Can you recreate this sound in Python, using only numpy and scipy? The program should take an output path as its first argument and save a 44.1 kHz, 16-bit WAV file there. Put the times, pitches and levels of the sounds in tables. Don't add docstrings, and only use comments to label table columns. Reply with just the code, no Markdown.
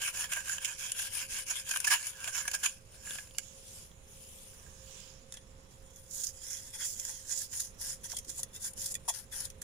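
import sys
import numpy as np
from scipy import signal
from scipy.io import wavfile
from scipy.ndimage import uniform_filter1d

SR = 44100
rng = np.random.default_rng(int(sys.argv[2]) if len(sys.argv) > 2 else 0)


def store_wav(level_fs):
    pcm = np.round(np.clip(np.atleast_2d(level_fs), -1, 1) * 32767)
    wavfile.write(sys.argv[1], SR, pcm.T.astype(np.int16))


N = 424683


def gain_of(db):
    return 10 ** (np.asarray(db) / 20)


def evened(x):
    return x / np.sqrt(np.mean(x ** 2, axis=-1, keepdims=True) + 1e-20)


def read(points, hz):
    f, value = np.transpose(points)
    return np.interp(np.log(hz + 1), np.log(f + 1), value)


def panned(db, pan_db):
    share = gain_of(np.array([pan_db / 2, -pan_db / 2]))
    return gain_of(db) * 2 * share / np.sqrt((share ** 2).sum(0))


def wander(corner_hz):
    step = 32
    steps = rng.standard_normal(N // step + 2)
    smooth = signal.lfilter([1], [1, -np.exp(-2 * np.pi * corner_hz * step / SR)], steps)
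    return np.interp(np.arange(N) / step, np.arange(len(steps)), evened(smooth))


def pair(same, count):
    a, b = rng.standard_normal((2, count), dtype=np.float32)
    same = np.clip(same, -1, 1)
    return np.array([a, same * a + np.sqrt(1 - same ** 2) * b])


def pressure():
    # (peak time [s], rise [s], fall [s], rubbing hiss [dB],
    # flatness [.5 pointed to 6 square], deep ring over the hiss [dB], upper ring over the hiss [dB],
    # left minus right [dB])
    strokes = [(.045, 0.046, 0.072, -38.5, 4, -6.5, -2, -0.5),
               (0.211, 0.087, 0.06, -38.5, 2.8, -5.5, -7, -3),
               (.36, 0.077, 0.061, -40.5, 2.5, -4.5, -4.5, -2), (.51, 0.084, 0.088, -41.5, 2, -6, -7.5, -1),
               (0.659, 0.059, 0.1, -43, 2.6, -4.5, -4, -3), (.82, 0.048, 0.13, -43, 2.5, -9, -5.5, -3),
               (1.03, 0.09, 0.066, -41, 4.2, -9, -5.5, 2), (1.18, 0.086, 0.087, -41.5, 4.3, -9.5, -6, 4),
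               (1.37, 0.086, 0.075, -41.5, 3.2, -8.5, -6, 2.5),
               (1.53, 0.072, 0.099, -42.5, 5.7, -11, -5.5, 1.5),
               (1.72, 0.066, 0.1, -37.5, 1.46, -10, -7.5, 3.5), (1.91, 0.11, 0.18, -39, 1.9, -8, -5, -0.5),
               (2.08, 0.13, 0.047, -39.5, 1.4, -9.5, -9.5, 2.5),
               (2.271, 0.21, 0.057, -48, 1.06, -0.5, -5.5, -2),
               (2.38, 0.049, 0.047, -38, 2.8, -4, -6.5, -5.5), (2.45, 0.3, 0.17, -50, 2.5, -4, -7, -1.5),
               (2.675, 0.096, 0.08, -41, 1.07, -8.5, -7, -2), (2.95, 0.13, 0.16, -58, 0.68, -11, -10, 0),
               (3.098, 0.09, 0.18, -46.5, 1.6, -8, -9, 0.5), (3.43, 0.19, 0.3, -56.5, 0.93, -24, -11, -4),
               (3.78, 0.31, 0.12, -53, 1.55, -27, -14, 0), (4.3, 0.26, 0.34, -58.5, 4.2, -29, -11, 1),
               (4.7, 0.36, 0.46, -61.5, 2.1, -8.5, -12.5, -6.5),
               (4.97, 0.2, 0.23, -55, 1.7, -19, -8.5, -9.5), (5.35, 0.046, .07, -60, 1.3, -13, 0, 2),
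               (5.98, 0.04, 0.095, -63, 1.8, -18, -15, 1), (6.21, 0.12, 0.11, -43, 4.6, -25, -28, -9.5),
               (6.52, 0.17, 0.17, -44.5, 0.99, -18.5, -12, -5),
               (6.84, 0.041, 0.12, -35.5, 1.23, -36, -30, -7),
               (7.1, 0.41, 0.18, -41.5, 0.6, -20, -14.5, -4), (7.38, 0.11, 0.09, -39.5, 4.8, -26, -26, -6),
               (7.598, 0.099, 0.085, -40.5, 1.76, -25.5, -21, -2.5),
               (7.88, 0.091, 0.086, -42.5, 2.8, -19, -24, -2.5),
               (8.12, 0.046, 0.044, -40.5, 0.71, -21, -14, -0.5),
               (8.3, 0.022, 0.035, -44, 1.25, -20, -17, -4), (8.4, 0.078, 0.023, -43.5, 1, -29, -21, 0),
               (8.556, 0.021, 0.033, -47, 1.15, -13.5, -7, 0.5),
               (8.66, 0.06, 0.051, -40.5, 1.9, -18, -16.5, -0.5),
               (8.86, 0.097, 0.07, -43.5, 5.3, -26, -18.5, -1.5),
               (9.168, 0.071, 0.054, -40, 1.13, -17, -17.5, 4.5),
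               (9.37, 0.043, 0.11, -43, 2.6, -16.5, -15, 6.5)]
    # (hiss [dB], deep ring over it [dB], upper ring over it [dB],
    # left minus right [dB])
    rest = (-69.5, -26, -10.5, -2)
    edge_db = -15
    t = np.arange(0, N + 32, 32) / SR
    peak, rise, fall, db, flat = np.transpose(strokes)[:5, :, None]
    away = np.maximum((peak - t) / abs(rise), (t - peak) / abs(fall))
    arches_db = db + edge_db * np.minimum(away, 9) ** np.clip(flat, .5, 6)
    power = gain_of(2 * np.vstack([arches_db, rest[0] + 0 * t]))
    total = power.sum(0)
    contact = np.vstack([np.array(strokes)[:, 5:], rest[1:]]).T @ power / total
    curves = [10 * np.log10(total), *contact]
    return np.array([np.interp(np.arange(N) / SR, t, curve) for curve in curves])


def slips(per_s, spread_db, fade_s, steady, judder_db):
    let_go = rng.random(N) < per_s / SR
    size = gain_of(spread_db * np.minimum(rng.exponential(1, N), 2.8)) * let_go
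    bursts = signal.filtfilt([1], [1, -np.exp(-1 / (fade_s * SR))], size)
    return evened((steady + evened(bursts)) * gain_of(judder_db * wander(24.0)))


def catches():
    # (time [s], snap [dB], deep ring over the snap [dB],
    # upper ring over the snap [dB], hold [s])
    tufts = [(0.075, -37, 3, 0, 0.0057), (0.239, -38.5, 3, 0, 0.0041), (0.315, -35.5, -2.5, -2.5, 0.013),
             (0.332, -31, -20, -4.5, 0.0041), (0.363, -42.5, 13, 2, 0.0044), (0.371, -41, 10, -4, 0.003),
             (0.4937, -27, -3, -7, 0.0015), (0.58, -43, 4.5, 7.5, 0.0028),
             (0.645, -28.5, -17, -0.5, 0.0036), (0.65, -33.5, -12, -4, 0.0077),
             (0.9177, -23.5, -22, -7.5, 0.0012), (0.986, -37.5, -5, -2, 0.013),
             (1.069, -38.5, -10, -7, 0.0028), (1.495, -34.5, -7, -7, 0.021),
             (1.689, -35.5, -6, -12, 0.0066), (1.708, -31, -5, -5, 0.007), (1.736, -42, 15, 8, 0.0017),
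             (1.758, -30.5, 1.5, 2, 0.0036), (1.77, -27, -6, -13, 0.0025),
             (1.8013, -25.5, -11, -16.0, 0.002), (1.84, -30.5, -9, -6, 0.014),
             (1.865, -28, -3.5, -7, 0.018), (1.896, -22.5, -2, -3.5, 0.049),
             (2.067, -28.5, -20, -9, 0.0032), (2.241, -36.5, 2, 0, 0.002), (2.272, -40.5, 6.5, 2.5, 0.01),
             (2.352, -33, 0, -5, 0.003), (2.452, -45, 13, -2, 0.0014), (2.476, -31, 0, -4, 0.0052),
             (2.512, -34, -9, -5, 0.0047), (2.5293, -31.5, -6, -8, 0.025), (2.627, -29, -6, -6, 0.032),
             (2.657, -27, -6, 0.5, 0.0066), (3.1055, -36, -1, -6, 0.0014), (3.155, -39, -12, -6, 0.0015),
             (3.183, -47, 9.5, 7.5, 0.0036), (3.3818, -26.5, -11, -8.5, 0.0033),
             (5.322, -36, -27, -16, 0.00082), (5.337, -47, -23, -13, 0.007), (5.368, -51, -13, -1, 0.006),
             (5.959, -48, -21, -21, 0.0017), (6.192, -51, -27, -25, 0.0044), (6.231, -35, -31, -34, 0.017),
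             (6.266, -34.5, -43, -55, 0.0046), (6.727, -47.5, -13, -6.5, 0.038),
             (6.781, -45, -13, -6, 0.08), (6.996, -33, -37, -28, 0.004), (7.048, -36.5, -20, -18, 0.005),
             (7.294, -37.5, -22, -14, 0.042), (7.526, -42.5, -17, -15, 0.016),
             (7.593, -34.5, -26, -25, 0.015), (7.809, -40.5, -16.5, -21, 0.0095),
             (8.031, -46, -15.5, -12, 0.031), (8.164, -38.5, -29, -14.5, 0.0085),
             (8.183, -41, -26, -13, 0.008), (8.245, -50, -21, -15, 0.0056),
             (8.43, -30.5, -27, -13.5, 0.0031), (8.732, -48, -30, -25, 0.005), (8.84, -40, -27, -31, 0.006),
             (8.856, -32, -28, -31, 0.0073), (8.907, -40, -27, -25, 0.016), (8.941, -30, -33, -17, 0.0021),
             (8.949, -33, -44, -6, 0.0051), (9.077, -29, -29, -10.5, 0.024), (9.31, -48, -13, -8, 0.036),
             (9.447, -40.0, -34, -31, 0.009), (9.499, -46.5, -33, -9, 0.0046),
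             (9.6143, -42, -15, -10, 0.007)]
    t = np.arange(4410) / SR
    force = np.zeros((3, N + len(t)))
    for s, db, deep_db, upper_db, hold in tufts:
        attack = np.minimum(t / (0.002 + 0.34 * hold), 1)
        release = gain_of(-60 * np.maximum(t - 0.88 * hold, 0) / (0.0096 + 2.0 * hold))
        start = round(s * SR)
        levels = gain_of([[db], [db + deep_db], [db + upper_db]])
        force[:, start:start + len(t)] += levels * attack * release
    return force[:, :N] * gain_of(0.49 * wander(95.0))


def rung(force, span, modes, same, shift_db, slide):
    out = np.zeros((2, N))
    for hz, width, db, pan_db in modes:
        fade = 1.5 * np.pi * width / SR
        pitch = hz * (1 + slide * wander(2.45)[span])
        turn = np.exp(2j * np.pi * np.cumsum(pitch) / SR)
        shifted = force[span] * gain_of(shift_db * wander(6.8)[span])
        drive = shifted * pair(same, len(turn)) * panned(db, pan_db)[:, None]
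        envelope = signal.lfilter([1], np.poly([np.exp(-fade)] * 2), drive / turn)
        ring = (turn * envelope).real * np.sqrt(8 * fade ** 3)
        bent = np.diff(ring, 2, prepend=[[0, 0], [0, 0]])
        out[:, span] += bent / (2 * np.sin(np.pi * hz / SR)) ** 2
    return out / np.linalg.norm(gain_of(np.transpose(modes)[2])) / np.sqrt(1 + same)


def phase(start, end, strokes, snaps, modes, grain, same, shift_db, slide):
    t = np.arange(N) / SR
    db, deep_db, upper_db, pan_db = strokes
    drag = grain * gain_of(db + np.array([0 * t, deep_db, upper_db]))
    hiss, deep, upper = np.hypot(drag, snaps) * (t >= start) * (t < end)
    span = slice(round(start * SR), round(end * SR) + 1024)
    deep_ring = rung(deep, span, modes[0], same, shift_db, slide / 3)
    upper_ring = rung(upper, span, modes[1], same / 2, shift_db, slide)
    return np.array([hiss * panned(0, pan_db) * pair(0, N), deep_ring + upper_ring])


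def patchy(x, depth_db):
    # (time [s], slope [dB per octave])
    tilt = [(0, 0.5), (2, -0.2), (2.6, -0.5), (3.2, 0), (3.7, -0.5), (4.2, 3.5), (4.6, 3.5), (5.1, -6.5),
            (5.7, -0.5), (6.0, 5.5), (6.3, 1.3), (7, 1), (8.3, 1.5), (8.8, 2.5), (9.2, 0), (9.63, 1)]
    pivot_hz = 7500
    hz, t, z = signal.stft(x, SR, nperseg=256, noverlap=192)
    patches = rng.standard_normal(z.shape, dtype=np.float32)
    patches = uniform_filter1d(patches, size=6, axis=1)
    patches = uniform_filter1d(patches, size=40, axis=2)
    octaves = np.log2(np.maximum(hz, 1000) / pivot_hz)
    tilt_db = np.outer(octaves, np.interp(t, *np.transpose(tilt)))
    z = z * gain_of(depth_db * patches / patches.std() + tilt_db)
    return signal.istft(z, nperseg=256, noverlap=192)[1][:, :N]


def coloured(x, points):
    log_gain = np.log(gain_of(read(points, abs(np.fft.fftfreq(4096, 1 / SR)))))
    taps = np.fft.ifft(np.exp(np.conj(signal.hilbert(log_gain)))).real[:1024]
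    return signal.oaconvolve(x, taps / np.linalg.norm(taps))[:len(x)]


def ports(x):
    # (frequency [Hz], level [dB])
    left_port = [(1000, -32), (3000, -16.5), (4000, -12.5), (5500, -7), (6500, -9.5), (8000, -10),
                 (9000, -2), (9700, 5), (10300, -2), (11000, -6.5), (13500, -14.5), (14900, -12),
                 (15400, -46), (15800, -40)]
    right_port = [(1000, -32), (3000, -17), (4500, -8.5), (5100, -0.5), (6300, 1.5), (7050, 7),
                  (7600, -0.5), (9000, -10), (10500, -12), (13500, -18), (14900, -12.5), (15400, -12),
                  (15800, -38)]
    return np.array([coloured(x[0], left_port), coloured(x[1], right_port)])


def room():
    # (frequency [Hz], relative density [dB per Hz])
    spectrum = [(20, -3), (31, 14), (42, -4), (65, -2), (120, -5), (150, -11), (200, -11), (300, -21),
                (450, -15), (700, -22.5), (1080, -23), (1260, -25.5), (4000, -30.5), (5200, -48)]
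    # (time [s], level [dB])
    course = [(0.0, -57.5), (1.6, -59), (2.7, -58), (4.1, -56.5), (7.08, -58.5), (8.05, -55), (9.63, -56.5)]
    # (frequency [Hz], correlation [-1 to 1])
    likeness = [(60, 0.97), (200, 0.9), (400, 0.43), (800, -0.039), (1500, -0.24), (4000, 0.13)]
    # (centre frequency [Hz], nominal level [dB])
    hum_tones = [(446.8, -85), (500.6, -82), (532.9, -68)]
    pan_db = -5.5
    frames, hz = N // 512 + 5, np.fft.rfftfreq(2048, 1 / SR)
    a, b, c, d = rng.standard_normal((frames, len(hz), 4)).T
    same = np.clip(read(likeness, hz), -1, 1)[:, None]
    left = a + 1j * b
    right = same * left + np.sqrt(1 - same ** 2) * (c + 1j * d)
    z = np.array([left, right]) * gain_of(read(spectrum, hz))[:, None]
    air = evened(signal.istft(z, nperseg=2048, noverlap=1536)[1][:, :N])
    level_db = np.interp(np.arange(N) / SR, *np.transpose(course)) + 0.94 * wander(1.7)
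    air = air * gain_of(level_db) * gain_of([[pan_db / 2], [-pan_db / 2]])
    hum = np.zeros(N)
    for f, db in hum_tones:
        level = gain_of(db + 2.2 * wander(2.3)) * np.sqrt(2)
        hum += level * np.sin(2 * np.pi * np.cumsum(f + 1.496 * wander(1.97)) / SR)
    return air + hum * gain_of([[-5.], [3.]])


def ticks():
    # (time [s], nominal level [dB], main pitch [Hz], 60 dB decay time of the tones [s])
    taps = [(2.9431, -51, 1560, 0.018), (3.071, -39.5, 1670, .025), (3.1075, -31.5, 3400, 0.015),
            (3.1566, -39, 1620, 0.014), (3.2734, -49, 2580, .01), (3.31, -45.5, 3030, .01),
            (3.3483, -45, 2830, 0.024), (3.915, -51, 3300, 0.018), (4.5331, -56.5, 1520, .03),
            (4.6634, -52, 1620, 0.043), (5.3237, -43, 3580, 0.032), (5.3416, -63, 1730, 0.24),
            (5.3717, -44, 3260, .03), (6.9977, -43.5, 3320, 0.033)]
    snap_db, snap_t60 = -3.5, 0.0087
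    out, t = np.zeros(N), np.arange(8820) / SR
    snaps = rng.standard_normal((len(taps), len(t))) * gain_of(snap_db - 60 * t / snap_t60)
    snaps = uniform_filter1d(snaps, size=4) * 2
    for (s, db, hz, t60), snap in zip(taps, snaps):
        tone = np.sin(2 * np.pi * hz * t) + 0.17 * np.sin(2 * np.pi * hz * 0.87 * t)
        shape = gain_of(-60 * t / t60) * np.minimum(t / 0.00086, 1)
        out[round(s * SR):][:len(t)] += gain_of(db) * (shape * tone + snap)
    return out * gain_of([[-2.], [2.1]])


def knocks():
    # (time [s], nominal level [dB], middle pitch [Hz], 60 dB decay time [s])
    bumps = [(8.133, -33.5, 910, 0.018), (8.269, -53.5, 314, 0.2), (8.39, -39, 920, 0.021),
             (9.08, -25.5, 936, 0.046), (9.099, -24.5, 880, 0.029)]
    out, t = np.zeros(N), np.arange(4410) / SR
    partials = [(.8, 0.63), (1, 1), (1.17, .55)]
    for s, db, hz, t60 in bumps:
        tone = sum(level * np.sin(2 * np.pi * hz * ratio * t) for ratio, level in partials)
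        shape = gain_of(db - 60 * t / t60) * np.minimum(t / 0.0037, 1)
        out[round(s * SR):][:len(t)] += shape * tone
    return out * gain_of([[2.5], [-2.5]])


def echoes(x, t60):
    t = np.arange(8820) / SR
    taps = rng.standard_normal((2, len(t))) * (rng.random((2, len(t))) < .05)
    taps = taps * gain_of(-60 * t / t60) * (t > .002)
    taps = taps / np.linalg.norm(taps, axis=1, keepdims=True)
    return signal.oaconvolve(x, taps, axes=1)[:, :N]


def scene():
    # (frequency [Hz], width [Hz], relative level [dB], left minus right [dB])
    plate = [
        [(700, 150, -18, 0.), (1000, 300, -10, 3.), (1530, 150, -3, -9.), (1645, 100, 0, -9.)],
        [(2300, 300, -2, -5.), (2650, 300, 0, -4.), (3080, 300, 0, 1.5)],
    ]
    table = [
        [(1030, 250, 0, -11), (1630, 200, 0, -6)],
        [(2590, 780, 1, -8), (3230, 490, 0.66, -6)],
    ]
    jar = [
        [(880, 156, -0.5, 3), (1590, 310, 7.5, -4.5)],
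        [(1943, 160, 4.9, -2), (2550, 150, 0.6, -6), (3324, 184, 11.8, -3), (5400, 210, 6.8, 8)],
    ]
    hands_s, jar_s = 3.42, 5.3
    slide = .04
    right_lag = 3
    strokes, snaps = pressure(), catches()
    plate_grain = slips(300, 6.5, 0.0004, 4.0, 1.16)
    hands_grain = slips(270, 8.5, .0005, 6.2, 0.25)
    jar_grain = slips(450, 5.7, 0.00032, 3.7, 1.46)
    hiss, ring = (phase(0, hands_s, strokes, snaps, plate, plate_grain, 0.78, 2.54, slide)
                  + phase(hands_s, jar_s, strokes, snaps, table, hands_grain, -0.028, 0.9, slide)
                  + phase(jar_s, N / SR, strokes, snaps, jar, jar_grain, 0.89, 3, slide))
    ring = np.array([ring[0], np.roll(ring[1], right_lag)])
    near = ports(patchy(hiss, depth_db=2.8)) + ring + knocks() + ticks()
    return near + gain_of(-9) * echoes(near, t60=0.06) + room()


def record(dry):
    threshold_db, duck_share = -37.5, 0.33
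    held_fall = 62
    edge_hz = 15900
    power_db = 10 * np.log10(abs(uniform_filter1d((dry ** 2).mean(0), size=1300)) + 1e-12)
    fall = np.arange(N) * held_fall / SR
    held_db = np.maximum.accumulate(power_db + fall) - fall
    over_db = np.maximum(held_db - threshold_db, 0)
    ducked = dry / gain_of(duck_share * uniform_filter1d(over_db, size=400))
    low_pass = signal.firwin(511, edge_hz, window=("kaiser", 9), fs=SR)
    return signal.oaconvolve(ducked, low_pass[None], "same")


dry = scene()
out = record(dry)
store_wav(out)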